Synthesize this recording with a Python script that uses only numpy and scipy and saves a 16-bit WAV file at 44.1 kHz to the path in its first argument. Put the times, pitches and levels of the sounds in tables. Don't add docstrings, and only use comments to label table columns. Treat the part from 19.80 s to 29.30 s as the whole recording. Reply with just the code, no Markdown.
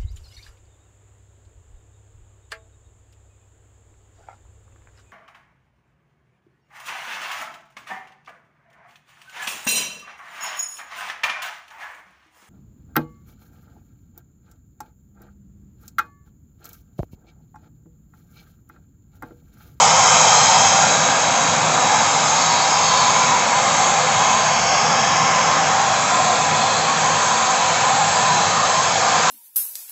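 import sys
import numpy as np
from scipy import signal
from scipy.fft import rfft, irfft
from scipy.io import wavfile
from scipy.ndimage import uniform_filter1d

SR = 44100
rng = np.random.default_rng(int(sys.argv[2]) if len(sys.argv) > 2 else 0)


def attenuation_scalar(level_db):
    decades = np.asarray(level_db, float) / 20
    return 10 ** decades


def master(y):
    cut = np.clip(np.atleast_2d(y).T, -1, 1)
    pcm = np.round(cut * 32767)
    wavfile.write(sys.argv[1], SR, pcm.astype(np.int16))


N = 418950
SIZE, HOP = 2048, 512


def evened(x):
    return x / np.sqrt(np.mean(x ** 2) + 1e-20)


def bump(hz, centre_hz, width_hz):
    return 2. ** (-(2 * (hz - centre_hz) / width_hz) ** 2)


def below(hz, edge_hz):
    return 1 / (1 + (hz / edge_hz) ** 8)


def plateau(t, start, end, edge_s):
    rise = np.tanh((t - start) / edge_s)
    fall = np.tanh((t - end) / edge_s)
    return (rise - fall) / 2


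def drift(shape, bins, frames):
    field = uniform_filter1d(rng.standard_normal(shape), size=bins, axis=0)
    return evened(uniform_filter1d(field, size=frames, axis=1))


def slow_noise(width_hz):
    pole = np.exp(-np.pi * width_hz / SR)
    z = rng.standard_normal((N, 2)) @ [1, 1j]
    return signal.lfilter([1], np.poly([pole, pole]), z)


# centre in Hz, width in Hz, lift in dB.
ROOM_MODES = [(95, 22, 3.5), (135, 20, -3), (156, 16, 4), (197, 25, -3), (217, 14, 3), (260, 25, -3),
              (287, 20, 3), (322, 20, -4.5), (355, 20, 3), (388, 20, -5), (428, 14, 3.5), (765, 45, 1.2),
              (850, 60, -1)]


def room(x):
    hz = np.fft.rfftfreq(N, 1 / SR)
    modes_db = sum(db * bump(hz, f, w) for f, w, db in ROOM_MODES)
    return irfft(rfft(x) * attenuation_scalar(modes_db), N)


def charcoal_spit(middle_s=8.362, half_s=.017, hz=4810, rise_hz_per_s=-800, db=-27):
    t = np.arange(N) / SR - middle_s
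    cycles = hz * t + rise_hz_per_s * t ** 2 / 2
    return attenuation_scalar(db) * np.exp(-(t / half_s) ** 4) * np.sin(2 * np.pi * cycles)


def singing(events, rest_db, t):
    wander_hz, throb_db, edge_s = 9, .5, 0.029
    start, length, from_hz, to_hz, db = np.transpose(events)
    end = start + length
    times = np.maximum.accumulate(np.ravel([start, end], "F"))
    pitch_hz = np.interp(t, times, np.ravel([from_hz, to_hz], "F"))
    pitch_hz = pitch_hz + wander_hz * drift((1, len(t)), bins=1, frames=3)[0]
    lift_db = (db - rest_db) @ plateau(t, start[:, None], end[:, None], edge_s)
    level_db = rest_db + lift_db + throb_db * drift((1, len(t)), bins=1, frames=6)[0]
    return [np.interp(np.arange(N) / SR, t, curve) for curve in (pitch_hz, level_db)]


def tube(pitch_hz, level_db, width_hz, steady):
    flutter_db, flutter_hz = 1.6, 40
    swing = slow_noise(width_hz)
    swing = swing / (abs(swing) + 1e-9) ** np.clip(steady, 0, 1)
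    tone = (swing * np.exp(2j * np.pi * np.cumsum(pitch_hz) / SR)).real
    flicker_db = flutter_db * evened(slow_noise(flutter_hz).real)
    return attenuation_scalar(level_db) * evened(tone * attenuation_scalar(flicker_db))


# start in seconds, length in seconds, first pitch in Hz, last pitch in Hz, level in dB.
LOWER_SWELLS = [(0.0, .08, 797, 780, -20), (.12, 0.1394, 820, 780, -22.5), (.27, 0.0995, 751, 750, -22),
                (.4, 0.21, 780, 805, -22.5), (.7, 0.3544, 767.5, 791, -20.5), (1.27, 0.098, 780, 820, -23),
                (1.45, .15, 789.7, 770, -24.5), (1.75, 0.1988, 792.4, 759, -24),
                (2.02, 0.199, 771.4, 800, -22), (2.33, 0.10035, 790.5, 810, -23),
                (2.5, .62, 780.8, 809.4, -24.5), (3.65, .68, 813, 780.2, -25), (4.37, .25, 770.6, 790, -23),
                (4.85, 0.351, 771, 791.3, -23), (5.38, .2, 789, 772, -26), (5.7, .5, 799.4, 782, -23.5),
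                (6.35, .17, 763, 740, -22), (6.53, .45, 790, 760, -24.5), (7.2, .15, 799, 794, -23.5),
                (7.5, 0.478, 796, 759.5, -24), (8.05, .12, 780, 800, -20.5), (8.19, 0.081, 810, 797.5, -19),
                (8.3, .12, 780, 771, -24), (8.55, .16, 810, 770, -22.5), (8.95, .1, 806, 810, -27),
                (9.12, .07, 790, 765.8, -25), (9.24, .12, 783, 762, -21.5)]


def lower_tube(t):
    pitch_hz, level_db = singing(LOWER_SWELLS, -27, t)
    return tube(pitch_hz, level_db, width_hz=95, steady=0.68)


# start in seconds, length in seconds, first pitch in Hz, last pitch in Hz, level in dB.
UPPER_SURGES = [(0.0, 0.16, 880, 960, -25), (.15, 0.097, 1050, 1044, -21), (.4, .14, 920.4, 870, -23),
                (.6, 0.2, 870.8, 930, -20.5), (1.95, .09, 964.3, 980, -25), (2.1, 0.16, 830.5, 915, -25),
                (2.36, .06, 830, 860, -24), (2.49, 0.11, 849.2, 970, -22), (2.69, .35, 955, 1015, -23),
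                (3.07, 0.52, 1005, 1005, -21), (3.54, .1, 998.5, 952, -31), (3.66, .15, 951.2, 1019, -22.5),
                (3.85, 0.077, 1070, 1054, -24), (3.96, .14, 969, 1060, -24), (4.13, .18, 1038, 1023, -27.5),
                (4.33, 0.4, 999.5, 1038, -24), (4.85, .38, 1059, 1095, -27.5),
                (5.27, 0.26, 1033, 1062, -22.5), (5.53, .12, 1050, 1005, -21.5),
                (5.66, .13, 1030, 1060, -19.5), (5.88, 0.37, 1033, 1055, -26),
                (6.31, .13, 1009, 1044, -19.5), (6.47, 0.078, 1044, 1030, -20),
                (6.6, 0.16, 1034, 1018, -21), (6.77, 0.19, 1037, 1032, -25),
                (7.06, 0.076, 1061, 1076, -22.5), (7.22, .16, 1022, 1036, -23),
                (7.39, 0.19, 1012, 988, -21), (7.58, .17, 1025, 1050, -23.5),
                (7.79, 0.18, 971.6, 1020, -22), (8.03, 0.073, 990, 1021, -20),
                (8.2, 0.076, 1083, 1050, -26), (8.33, 0.15, 944.5, 1028, -21.5),
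                (8.47, 0.12, 1010, 950, -23), (8.71, 0.18, 1039, 1064, -25),
                (8.92, 0.16, 1047, 1062, -21.5), (9.09, .045, 1046, 800, -19), (9.22, .09, 1025, 1028, -30),
                (9.32, 0.066, 1038, 1032, -20.5), (9.43, 0.084, 1023, 1026, -19.5)]


def upper_tube(t):
    pitch_hz, level_db = singing(UPPER_SURGES, -33.5, t)
    return tube(pitch_hz, level_db, width_hz=62, steady=0.7)


# frequency in Hz, level in dB per Hz.
FLAME_COLOUR = [(20, -46), (50, -36), (70, -33), (95, -17), (200, -8.5), (400, -2.5), (800, -6.5),
                (1600, -6.5), (3200, -13), (6000, -14.5), (7850, -11.5), (8050, -27), (8400, -37),
                (8800, -51)]
# centre in Hz, width in Hz, lift in dB.
STANDING_PATHS = [(139.2, 92, 8), (334, 44, -8), (354.7, 19, 13), (366, 157, -13), (445, 86, -3.5),
                  (586, 98, -4), (888, 514, 4.5), (1230, 48, 3.5), (1475, 100, -3.5), (1913, 256, -5),
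                  (2512, 49, -6), (2543, 66, 5.5), (2860, 470, -3), (3243, 99, 2), (3646, 130, -3.5),
                  (3853, 72, 3.5), (4355, 55, -9.5), (5060, 200, -4), (6050, 300, -1), (6517, 515, 8),
                  (7140, 270, 0), (7550, 140, 0.5), (7900, 280, -9.5)]


def steady_colour(hz):
    f, level_db = np.transpose(FLAME_COLOUR)
    colour_db = np.interp(np.log(hz + 1), np.log(f + 1), level_db)
    return colour_db + sum(db * bump(hz, f, w) for f, w, db in STANDING_PATHS)


# time in seconds, hiss of the gas jets in dB.
TORCH_NEARNESS = [(0.0, -15.5), (0.13, -17.5), (0.33, -15.5), (0.9, -17), (1.4, -19), (1.9, -19.5),
                  (2.2, -19.5), (3.3, -19.5), (3.8, -19.5), (4.5, -19.5), (5.0, -19.5), (6.3, -20.5),
                  (6.85, -20.5), (7.1, -20.5), (9.3, -20), (9.5, -19.5)]


def nearness(hz, t):
    far_db = -20
    near_db = np.interp(t, *np.transpose(TORCH_NEARNESS)) - far_db
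    roar_db = -0.17 + (0.92 - 1) * near_db
    rumble_db = -2.5 + (0.8 - 1) * near_db - 0.3 * drift((1, len(t)), bins=1, frames=6)
    roar_band, rumble_band = below(hz, 1410), below(hz, 330)
    return far_db + near_db - 12 + (roar_band - rumble_band) * roar_db + rumble_band * rumble_db


# start in seconds, end in seconds.
HAND_POSES = [
    (-1, 1.05),
    (1.05, 3.55),
    (3.55, 4.67),
    (4.67, 5.95),
    (5.95, 11),
]
# centre in Hz, width in Hz, lift in dB.
CLOSE_PATHS = [(334, 154, -8), (980, 130, 0.5), (1113, 50, -5), (1717, 120, -8), (2810, 190, -4.5),
               (3160, 230, 5), (3360, 140, -3), (3900, 120, 1.5), (3920, 140, -0.5), (4450, 240, -10),
               (4760, 62, -1), (5620, 1430, 6.5), (5740, 310, -5.5), (8000, 1400, 3)]
AIMED_PATHS = [(1730, 130, -1.5), (3000, 650, -1.5), (3200, 100, 3), (3880, 140, 4.5), (4150, 120, -3.5),
               (4540, 190, -1), (5300, 630, 0), (6600, 800, 0.4)]
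TURNED_PATHS = [(3900, 140, 1), (4090, 140, -6), (4390, 370, 2), (5100, 940, -2.5), (6600, 600, -1.5)]
DRAWN_BACK_PATHS = [(885, 82, -2.5), (2240, 1500, 0.5), (3780, 500, -2.5), (4200, 590, -2),
                    (5090, 140, -1.5), (5300, 640, 3.5), (7600, 1700, -5.5)]
SETTLED_PATHS = [(854, 90, -4), (1830, 200, 2.5), (2050, 180, -3.5), (2887, 70, -0.5), (3540, 220, 1.5),
                 (3800, 140, -2.5), (4200, 520, 1), (4760, 80, -1), (5060, 200, -2.5), (5640, 1400, -1.5),
                 (5840, 140, 0), (6710, 560, -3), (6820, 100, 3.5), (7820, 800, 0.5)]


def pose_reflections(hz, t):
    pose_paths = (CLOSE_PATHS, AIMED_PATHS, TURNED_PATHS, DRAWN_BACK_PATHS, SETTLED_PATHS)
    field_db = 0
    for (start, end), paths in zip(HAND_POSES, pose_paths):
        f, w, db = np.transpose(paths)
        depth = np.minimum(50 / w, .3)[:, None]
        waver = 1 + depth * drift((len(f), len(t)), bins=1, frames=3)
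        held = plateau(t, start, end, edge_s=.13)
        field_db = field_db + db * bump(hz, f, w) @ (waver * held)
    return field_db


# middle in seconds, half length in seconds, centre in Hz, width in Hz, lift in dB.
SWEEP_GLINTS = [(.78, 0.33, 3220, 150, 3), (5.296, .2, 5450, 258, -1), (1.501, .4, 4480, 250.3, -5),
                (1.702, 0.31, 5300, 805, -2), (2.677, 0.15, 4436, 220, 9.5), (3.158, 0.15, 4420, 320, 9.5),
                (3.2, .2, 3200, 500, 1.5), (2.701, 0.73, 5100, 426, 4), (2.923, 0.063, 5100, 900, 4.5),
                (4.9, 0.23, 3800, 497.7, -5), (4.85, .12, 4550, 200, 3), (5.05, 0.11, 5300, 500, 0.5),
                (5.599, 0.55, 4450, 299.8, -3.5), (6.701, .36, 3034, 220.5, -4.5),
                (9.147, 0.027, 1142, 500, -6), (.12, 0.13, 3900, 250, -3.5), (.6, 0.27, 1260, 120, 1.5),
                (.6, 0.099, 4200, 200, 6), (1.83, 0.11, 6510, 1300, -2.5), (1.9, .12, 3900, 200, -2),
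                (2.902, .5, 3620, 250, 2.5), (3.703, .1, 6690, 1504, -2), (4.216, 0.096, 6040, 1794, -1.5),
                (4.399, .2, 3610, 200, 0), (5.45, 0.55, 5420, 220, -0.5), (5.201, .3, 4780, 180, 2),
                (5.3, .12, 4300, 250, -6), (5.702, 0.31, 7450, 600, 3.5), (5.77, .04, 1239, 119.5, 5),
                (6.05, .12, 7650, 506, -4), (6.95, 0.17, 4150, 350, 4), (7.3, 0.14, 4020, 400.2, -0.5),
                (7.6, .25, 3000, 249, -2.5), (8.55, .15, 3982, 400, 3.5), (8.78, 0.093, 1230, 120, 5.5),
                (9.202, .3, 5090, 200.4, 7), (9.298, 0.21, 7600, 501, -1.5), (8.171, 0.071, 980, 120.4, -4)]
# middle in seconds, half
# length in seconds, centre in Hz, width in Hz, lift in dB.
MORE_GLINTS = [(2.24, .12, 6500, 500, 0.5), (2.55, .1, 6500, 500, 2), (3.05, .1, 6500, 600, 2),
               (3.4, .12, 6500, 500, 0.5), (4.0, .1, 6550, 500, 2), (4.45, .1, 6500, 500, 2.5),
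               (5.09, .38, 5450, 160, 6.5), (4.95, .25, 5050, 160, 6), (4.7, .14, 5500, 700, -2),
               (2.9, .04, 4500, 2200, -1.5), (2.8, .05, 4400, 1500, 2), (1.45, .05, 4900, 160, 2),
               (5.75, .12, 4400, 200, 6), (2.35, .06, 3890, 160, 0), (3.2, .1, 3600, 160, 4),
               (6.45, .12, 7500, 300, 1), (6.9, .1, 8100, 300, 3), (7.6, .2, 7500, 300, 1),
               (8.3, .15, 7500, 400, 1.5), (8.8, .1, 7500, 300, 0), (7.1, .1, 5150, 300, 1),
               (6.2, .12, 5150, 250, 2), (8.2, .15, 6100, 300, -2), (7.4, .15, 5200, 500, 0),
               (4.3, .2, 6500, 500, -1.5), (1.6, .35, 3700, 200, 0), (5.5, .3, 2100, 500, 1.5),
               (7.0, .15, 3400, 300, 1), (6.4, .2, 2950, 200, -1), (2.2, 0.13, 1700, 360, 3),
               (5.95, .2, 860, 90, 0), (6.3, .15, 1260, 90, 3), (7.7, .2, 1250, 90, 2),
               (9.3, .15, 1200, 120, 3), (5.6, .1, 780, 200, 0), (8.3, .3, 1300, 250, 1),
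               (9.2, .04, 1150, 300, -2), (5.1, .1, 450, 200, 2), (2.35, .15, 760, 150, -2)]


def passing_bands(hz, t):
    middle, half, f, w, db = np.transpose(SWEEP_GLINTS + MORE_GLINTS)
    moment = np.exp(-((t - middle[:, None]) / half[:, None]) ** 4)
    return db * bump(hz, f, w) @ moment


def turbulence(gain):
    a, b = rng.standard_normal((gain.shape[1], gain.shape[0], 2)).T
    return signal.istft(gain * (a + 1j * b), nperseg=SIZE, noverlap=SIZE - HOP)[1][:N]


def flames(t, patchy_db=0.64, fine_db=1.4):
    hz = np.fft.rfftfreq(SIZE, 1 / SR)[:, None]
    field_db = steady_colour(hz) + nearness(hz, t)
    field_db += pose_reflections(hz, t)
    field_db += passing_bands(hz, t)
    shape = field_db.shape
    field_db += patchy_db * drift(shape, bins=24, frames=6) * (1 - below(hz, 3900))
    field_db += fine_db * drift(shape, bins=5, frames=30)
    return turbulence(attenuation_scalar(field_db))


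def scene():
    t = np.arange(N // HOP + 2) * HOP / SR
    mix = room(flames(t)) + lower_tube(t) + upper_tube(t) + charcoal_spit()
    return mix[None]


def band_limit(x):
    return signal.sosfilt(signal.butter(12, 8900, fs=SR, output="sos"), x)


def record(dry, squeeze=0.055):
    power = dry ** 2
    quick = uniform_filter1d(power, size=500, axis=1) + 1e-9
    slow = uniform_filter1d(power, size=9000, axis=1) + 1e-9
    ironed = dry * (slow / quick) ** squeeze
    held = ironed / (1 + abs(ironed / .95) ** 6) ** (1 / 6)
    rumble_cut = signal.butter(2, 38, "high", fs=SR, output="sos")
    held = signal.sosfilt(rumble_cut, held)
    treble_cut = signal.firwin(401, 8480, window=("kaiser", 4), fs=SR)
    mix = signal.oaconvolve(held, treble_cut[None], "same")
    return band_limit(mix)


dry = scene()
out = record(dry)
master(out)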